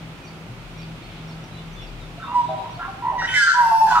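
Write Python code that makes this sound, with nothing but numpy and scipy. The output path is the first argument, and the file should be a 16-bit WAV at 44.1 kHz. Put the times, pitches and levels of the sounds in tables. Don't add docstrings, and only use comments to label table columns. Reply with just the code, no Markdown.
import sys
import numpy as np
from scipy import signal
from scipy.fft import rfft, irfft
from scipy.io import wavfile
from scipy.ndimage import uniform_filter1d

SR = 44100
rng = np.random.default_rng(int(sys.argv[2]) if len(sys.argv) > 2 else 0)


def digitize_waveform(pressure):
    field = np.atleast_2d(pressure).T
    bounded = np.clip(field, -1, 1)
    quanta = np.round(bounded * 32767).astype(np.int16)
    wavfile.write(sys.argv[1], SR, quanta)


N = 176400
T = np.arange(N) / SR

# [t/s, length/s, start f/Hz, end f/Hz, level/dB, flutter f/Hz, flutter depth/1, roughness/1]
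WARBLES = [(2.17, 0.029, 655, 700, -42, 119, 0.03, .3), (2.192, 0.12, 1335, 1278, -40.5, 196, 0.34, 0.34),
           (2.213, 0.037, 1430, 1610, -39.5, 110, 0.2, .7),
           (2.235, 0.074, 1062, 1168, -38.5, 88.6, 0.47, 0.36), (2.268, 0.062, 957, 975, -34, 89, .2, 0.26),
           (2.31, 0.054, 1020, 986, -29, 171, .5, 0.15), (2.482, 0.076, 639.3, 635, -29.5, 132, 0, 0),
           (2.484, 0.071, 779, 765, -30.5, 195, 0, 0.27),
           (2.56, 0.075, 743.5, 784, -37.5, 125.3, 0.8, 0.65),
           (2.588, .035, 610, 640, -41.5, 140, 0.2, 0.03), (2.632, 0.072, 930, 970, -34, 52, 0.4, 0.52),
           (2.768, 0.049, 667, 760, -39, 100, .5, 0.35),
           (2.788, 0.089, 1357, 1397, -33.5, 302.6, 0.4, 0.37),
           (2.795, 0.11, 985, 1108, -37.5, 95, 0.65, 0.65), (2.815, 0.039, 1580, 1620, -36.5, 110, 0.6, .7),
           (2.874, 0.039, 786, 770, -33, 100, 0.04, 0), (2.93, 0.097, 776, 800, -41.5, 99, 0, 0.03),
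           (3.018, 0.034, 973, 970, -29.5, 66, .6, .05), (3.047, 0.081, 975, 994, -23, 62, 0.72, 0.02),
           (3.04, 0.12, 923.5, 909, -28, 65.4, 0.42, 0.2), (3.11, 0.044, 667, 599, -37, 127, 0.15, 0),
           (3.115, 0.063, 808, 748, -33, 131.4, 0.5, 0.37), (3.145, 0.066, 988, 976, -29, 68, 0.3, 0.2),
           (3.21, 0.043, 908, 710, -35.5, 216.4, 1.1, 0.7)]
# [t/s, length/s, start f/Hz, end f/Hz, level/dB, flutter f/Hz, flutter depth/1, roughness/1]
LOUD_TONES = [(3.208, 0.068, 1547, 1532, -31.5, 191, 0.9, 0.73),
              (3.265, 0.1, 1880, 2026, -34, 324, 1, 0.54), (3.27, 0.13, 3050, 3052, -33, 468, 0.58, .2),
              (3.333, 0.062, 2047, 2019, -22, 230, .2, 0.27),
              (3.455, 0.057, 1790, 1757, -30, 168, 0.37, 0.36),
              (3.525, 0.099, 1543, 1584, -26, 181, .4, 0.53), (3.835, 0.075, 838, 826, -29, 117, .3, 0.12),
              (3.865, 0.048, 1645, 1542, -32.5, 111, 0.34, 0.91),
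              (3.9, 0.046, 1533, 1445, -24, 108.6, 0.44, 0.31),
              (3.908, 0.09, 1000, 951, -20, 109.5, 0.68, 0.11),
              (3.942, 0.048, 1278, 1355, -20, 104, 0.27, 0.67),
              (3.975, 0.029, 1290, 1230, -20, 71.8, .4, 0.36)]
# [t/s, f/Hz, level/dB]
SQUEAL = [(3.176, 980, -45), (3.192, 969, -27), (3.22, 936, -27), (3.243, 957, -23.5), (3.268, 977, -27)]
# [t/s, f/Hz, level/dB]
SHORT_FLUTE = [(2.338, 975, -25.5), (2.36, 988, -14.5), (2.418, 956.4, -24.5), (2.46, 971, -30)]
LONG_FLUTE = [(3.535, 964, -40), (3.545, 978, -27), (3.585, 983, -16), (3.673, 911.7, -15.5),
              (3.705, 919.2, -23.5), (3.719, 901.3, -12.5), (3.799, 896.6, -22), (3.817, 884.6, -12.5),
              (3.901, 888.0, -25.5), (3.93, 883, -11)]
# [t/s, mean f/Hz, depth/1]
THROB = [(3.54, 144, 0), (3.62, 156, 0.13), (3.72, 173, 0.27), (3.8, 170.2, 0), (3.87, 140.3, 0.41),
         (3.93, 137.5, 0.55)]
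# [t/s, f/Hz, level/dB]
LOW_SIDE = [(3.27, 1546, -44), (3.325, 1513, -29), (3.385, 1465, -29.5), (3.412, 1430, -18.5),
            (3.455, 1365, -33), (3.475, 1407, -16.5), (3.505, 1364, -23), (3.525, 1370, -20)]
HIGH_SIDE = [(3.35, 1737, -32), (3.379, 1685, -17), (3.413, 1671, -21), (3.429, 1600, -15),
             (3.466, 1589, -22.5), (3.497, 1508, -19), (3.53, 1539, -24.5)]
SOFT_OVERTONES = [-23.5, -34]
LOUD_OVERTONES = [-26.5, -26, -49]
SQUEAL_OVERTONES = [15.5, -2.5, -2, -8, -2, -26, -32]
FLUTE_OVERTONES = [-34.5, -34, -42.5, -37, -39.5, -50.5, -39.5]
FRAYED_OVERTONES = [-21.5, -15.5, -21.5, -26.5, -36]
# [t/s, level/dB]
RASP_LEVEL = [(3.18, -63), (3.21, -51), (3.3, -48), (3.345, -34), (3.38, -32), (3.48, -40.5), (3.54, -38.5),
              (3.6, -53.5), (3.85, -50), (3.91, -35), (4, -44)]
# [f/Hz, level/dB]
RASP_COLOUR = [(1100, -22), (1600, -16.5), (2500, -14), (3300, 16.5), (4000, 6.5), (4600, -9), (5900, 11),
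               (6700, -2), (7800, -8.5), (9500, -9.5), (11500, -25), (15000, -43)]
# [f/Hz, width of each filter pass/Hz, level/dB]
BILL_RESONANCES = [(2750, 240, -6), (4800, 700, -7), (5540, 300, -4), (8900, 1800, -10),
                   (10600, 650, -14.5), (12560, 1200, -12), (14700, 700, -20.5)]
# [t/s, level/dB]
HISS_LEVEL = [(3.54, -63), (3.61, -45), (3.8, -43.5), (3.87, -45), (4, -52)]
# [t/s, length/s, start f/Hz, end f/Hz, level/dB]
CHIRPS = [(0.242, 0.028, 5950, 5520, -56), (0.264, 0.031, 4650, 4400, -54), (0.279, 0.023, 5500, 4140, -52),
          (.2, .09, 2550, 2355, -54), (0.768, 0.055, 5840, 5300, -56), (.81, 0.025, 4600, 4480, -53),
          (0.824, .02, 5230, 4170, -52), (.73, 0.12, 2320, 2500, -54.5), (1.02, 0.054, 4270, 4380, -58),
          (1.271, 0.038, 5830, 5270, -55.5), (1.303, .025, 4300, 4410, -52.5),
          (1.317, .02, 5500, 4360, -55), (1.402, .03, 6150, 6000, -67), (1.431, 0.027, 5830, 5700, -56.5),
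          (1.436, .015, 5630, 4500, -58), (1.498, 0.13, 3920, 3955, -53), (1.565, .04, 3450, 3630, -53),
          (1.58, 0.031, 2950, 2780, -53), (1.726, 0.022, 5900, 6260, -56), (1.746, 0.11, 3560, 3370, -49),
          (1.783, .11, 3220, 2450, -53), (1.811, .04, 5750, 5260, -56), (1.863, 0.026, 5220, 4200, -53.5),
          (1.993, 0.075, 4000, 3390, -54.5), (2.21, 0.086, 3564, 3750, -49),
          (2.251, 0.1, 2660, 2830, -51.5), (2.34, 0.41, 3930, 3830, -58.5),
          (2.454, 0.082, 3850, 3370, -52.5), (2.706, 0.028, 5900, 5480, -58),
          (2.745, 0.022, 4280, 4560, -53.5), (2.885, .05, 4700, 4300, -64)]
# [t/s, level/dB]
FLOCK_LEVEL = [(0, -53), (.45, -68), (.8, -50), (.95, -54), (1.15, -47), (1.35, -56), (1.85, -53),
               (2.1, -58), (2.4, -51.5), (2.75, -48.5), (3.1, -60)]
# [f/Hz, level/dB]
FLOCK_COLOUR = [(1500, -33), (2300, -1), (2800, -4.5), (3500, -1.5), (4200, -9), (5500, -22), (9000, -43)]
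# [f/Hz, level/dB]
AIR_COLOUR = [(20, -32), (30, -25), (45, -10), (66, -11), (107, -8.5), (160, -8), (185, -8.5), (349, -12.5),
              (469, -17.5), (782, -16.5), (1080, -20), (1300, -18), (1750, -23), (2490, -21.5), (3530, -27),
              (7100, -38), (15500, -49.5)]
# [f/Hz, level/dB, wander rate/Hz]
DRONES = [(38.7, -46.5, 0.68), (117.8, -46.5, 7.6), (161.4, -42.5, 2.24)]
# [f/Hz, correlation/1]
LIKENESS = [(60, 0.99), (150, 0.81), (380, 0.92), (950, 0.44), (2380, -0.14), (5980, -0.03), (15000, 0.15)]
# [f/Hz, level/dB]
LEAN = [(60, 5.5), (110, 1.5), (200, 1.0), (380, 1.5), (700, -0.5), (1290, 0.5), (2380, -5.5), (4400, 1),
        (8120, -0.5), (15000, 2.5)]
# [t/s, level/dB]
TRAFFIC_LEVEL = [(0, -0.5), (3.33, 0), (3.45, -9), (3.8, -5), (4, -2.5)]

ATTACK_S, RELEASE_S, EDGE_S = 0.012, 0.012, 0.008
JITTER, JITTER_HZ, SHIMMER = 0.056, 186, 1
SQUEAL_ROUGH, FLUTE_ROUGH, GLIDE_ROUGH, CHIRP_ROUGH = 0.31, 0.05, 0.06, 0.15
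WARBLE_DB, LOUD_DB, FLUTE_DB, GLIDE_DB = 0.5, 2, 0.5, 1
FRAY_HZ = 220
RASP_DB, RASP_WET_DB, RASP_LOW_HZ = -3.5, 4.5, 1200
LEFT_LAG_S, BIRD_PAN_DB = 0.00008, -1.5
NEAR_DB, NEAR_T60_S = -13.5, 0.062
YARD_DB, YARD_T60_S, YARD_RISE_S, ECHO_CUT_HZ = -4.5, 0.78, 0.017, 22000
CHIRP_DB, CHIRP_WET_DB = 0.5, -2
AIR_DB = -40.0
CUTOFF_HZ = 15700


def magpie():
    warbles = from_db(WARBLE_DB) * short_notes(WARBLES, SOFT_OVERTONES)
    loud_tones = from_db(LOUD_DB) * short_notes(LOUD_TONES, LOUD_OVERTONES)
    squeal = held_note(SQUEAL, SQUEAL_ROUGH, SQUEAL_OVERTONES)
    short_flute = held_note(SHORT_FLUTE, FLUTE_ROUGH, FLUTE_OVERTONES)
    long_flute = throb() * held_note(LONG_FLUTE, FLUTE_ROUGH, FLUTE_OVERTONES)
    flutes = from_db(FLUTE_DB) * (short_flute + long_flute)
    glide = from_db(GLIDE_DB) * sum(held_note(side, GLIDE_ROUGH, []) for side in (LOW_SIDE, HIGH_SIDE))
    voice = warbles + loud_tones + squeal + flutes + glide

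    opening = np.maximum(voice, 0)
    local_power = np.abs(uniform_filter1d(opening ** 2, size=900))
    pulsing = opening / np.sqrt(local_power + 1e-9)
    rasp = level(RASP_LEVEL) * pulsing * noise(RASP_COLOUR)
    rasp = rasp + bill_hiss() + frayed(LOW_SIDE) + frayed(HIGH_SIDE)
    return voice, from_db(RASP_DB) * rasp


def syrinx(hz, rough, overtones):
    unsteady_hz = hz * (1 + rough * JITTER * drift(JITTER_HZ, len(hz)))
    phase = 2 * np.pi * np.cumsum(unsteady_hz) / SR
    harmonics = [0] + list(overtones)
    wave = sum(from_db(db) * np.sin((k + 1) * phase) for k, db in enumerate(harmonics))
    return rms_one(wave * (1 + rough * SHIMMER * drift(JITTER_HZ, len(hz))))


def short_notes(rows, overtones):
    out = np.zeros(N)
    for start, length, start_hz, end_hz, db, flutter_hz, depth, rough in rows:
        t = np.arange(int(length * SR)) / SR
        flutter = 1 - depth * np.cos(2 * np.pi * flutter_hz * t)
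        pitch = np.linspace(start_hz, end_hz, len(t))
        tone = rms_one(flutter * syrinx(pitch, rough, overtones))
        add(out, start, from_db(db) * gate(t, ATTACK_S, RELEASE_S) * tone)
    return out


def held_note(rows, rough, overtones):
    s, hz, db = np.transpose(rows)
    t = np.arange(int((s[-1] - s[0]) * SR)) / SR
    tone = syrinx(np.interp(t + s[0], s, hz), rough, overtones)
    loudness = from_db(np.interp(t + s[0], s, db))
    out = np.zeros(N)
    add(out, s[0], tone * loudness * gate(t, EDGE_S, EDGE_S))
    return out


def throb():
    s, hz, depth = np.transpose(THROB)
    rate = np.interp(T, s, hz) * (1 + 0.16 * drift(24.6))
    phase = 2 * np.pi * np.cumsum(rate) / SR
    return 1 + np.interp(T, s, depth) * np.cos(phase)


def frayed(rows):
    s, hz, db = np.transpose(rows)
    phase = 2 * np.pi * np.cumsum(np.interp(T, s, hz)) / SR
    bands = 0
    for harmonic, overtone_db in enumerate(FRAYED_OVERTONES, start=2):
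        band = np.real(wavering(FRAY_HZ) * np.exp(1j * harmonic * phase))
        bands = bands + from_db(overtone_db) * band
    return bands * from_db(np.interp(T, s, db, left=-140, right=-140))


def bill_hiss():
    out = 0
    for hz, width, db in BILL_RESONANCES:
        r = np.exp(-np.pi * width / SR)
        b, a = [1, 0.0058, 0.059], [1, -2 * r * np.cos(2 * np.pi * hz / SR), r * r]
        once = signal.lfilter(b, a, rng.standard_normal(N))
        out = out + from_db(db) * rms_one(signal.lfilter(b, a, once))
    return level(HISS_LEVEL) * rms_one(out)


def echoes(x, t60, rise):
    t = np.arange(SR) / SR
    build_up = np.clip(t / rise, 0, 1) ** 2
    tail = rng.standard_normal((2, SR)) * from_db(-60 * t / t60) * build_up
    tail /= np.sqrt(np.sum(tail ** 2, axis=1, keepdims=True))
    pole = np.exp(-2 * np.pi * ECHO_CUT_HZ / SR)
    dulled = signal.lfilter([1 - pole], [1, -pole], x)
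    return signal.fftconvolve(dulled[None], tail, axes=1)[:, :N]


def small_birds():
    out = np.zeros(N)
    for start, length, start_hz, end_hz, db in CHIRPS:
        t = np.arange(int(length * SR)) / SR
        tone = syrinx(np.geomspace(start_hz, end_hz, len(t)), CHIRP_ROUGH, [])
        add(out, start, from_db(db) * gate(t, length / 3, length / 3) * tone)
    return from_db(CHIRP_DB) * (out + from_db(CHIRP_WET_DB) * echoes(out, 0.25, 0.012))


def flock():
    ears = [noise(FLOCK_COLOUR) * from_db(2.1 * drift(20)) for _ in range(2)]
    return level(FLOCK_LEVEL) * np.array(ears)


def traffic():
    hz = np.arange(N // 2 + 1) * SR / N
    alike = np.clip(at_hz(LIKENESS, hz), 0, 0.995)
    sides = np.array([[1], [-1]])
    shared = np.sqrt(1 + alike) * rfft(noise(AIR_COLOUR))
    opposed = sides * np.sqrt(1 - alike) * rfft(noise(AIR_COLOUR))
    air = from_db(AIR_DB) * rms_one(irfft(shared + opposed, N))
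    drones = 0
    for f, db, width in DRONES:
        drone = rms_one(np.real(wavering(width) * np.exp(2j * np.pi * f * T)))
        drones = drones + from_db(db) * drone
    balance = from_db(sides * at_hz(LEAN, hz) / 2)
    return level(TRAFFIC_LEVEL) * irfft(rfft(air + drones) * balance, N)


def wavering(width):
    return (drift(width) + 1j * drift(width)) / np.sqrt(2)


def drift(rate, size=N):
    r = np.exp(-2 * np.pi * rate * 20 / SR)
    white = rng.standard_normal(size // 20 + 4002)
    slow = signal.lfilter([1], [1, -2 * r, r * r], white)[2000:]
    return np.interp(np.arange(size) / 20, np.arange(len(slow)), rms_one(slow))


def noise(colour):
    hz = np.arange(N // 2 + 1) * SR / N
    spectrum = rfft(rng.standard_normal(N)) * from_db(at_hz(colour, hz))
    return rms_one(irfft(spectrum, N))


def gate(t, attack, release):
    ramp = np.minimum(t / attack, (t[-1] - t) / release)
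    return np.sin(np.pi / 2 * np.clip(ramp, 0, 1)) ** 2


def add(out, s, x):
    i = int(s * SR)
    out[i:i + len(x)] += x[:max(N - i, 0)]


def level(rows):
    return from_db(np.interp(T, *np.transpose(rows), left=-140))


def at_hz(points, hz):
    f, v = np.transpose(points)
    return np.interp(np.log(hz + 1), np.log(f), v)


def from_db(db):
    return 10 ** (np.asarray(db) / 20)


def rms_one(x):
    return x / np.sqrt(np.mean(x ** 2) + 1e-20)


def scene():
    voice, rasp = magpie()
    high_pass = signal.butter(2, RASP_LOW_HZ, "high", fs=SR, output="sos")
    rasp = signal.sosfilt(high_pass, rasp)
    bird = voice + rasp
    pan = from_db(np.array([[1], [-1]]) * BIRD_PAN_DB / 2)
    direct = np.array([np.interp(T - LEFT_LAG_S, T, bird), bird]) * pan
    near_voice = from_db(NEAR_DB) * echoes(voice, NEAR_T60_S, 0.0096)
    near_rasp = from_db(RASP_WET_DB) * echoes(rasp, NEAR_T60_S, 0.0032)
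    yard = from_db(YARD_DB) * echoes(voice + 2 * rasp, YARD_T60_S, YARD_RISE_S)
    return direct + near_voice + near_rasp + yard + small_birds() + flock() + traffic()


def record(dry):
    low_pass = signal.ellip(12, 0.1, 90, CUTOFF_HZ, fs=SR, output="sos")
    return signal.sosfilt(low_pass, dry)


dry = scene()
out = record(dry)
digitize_waveform(out)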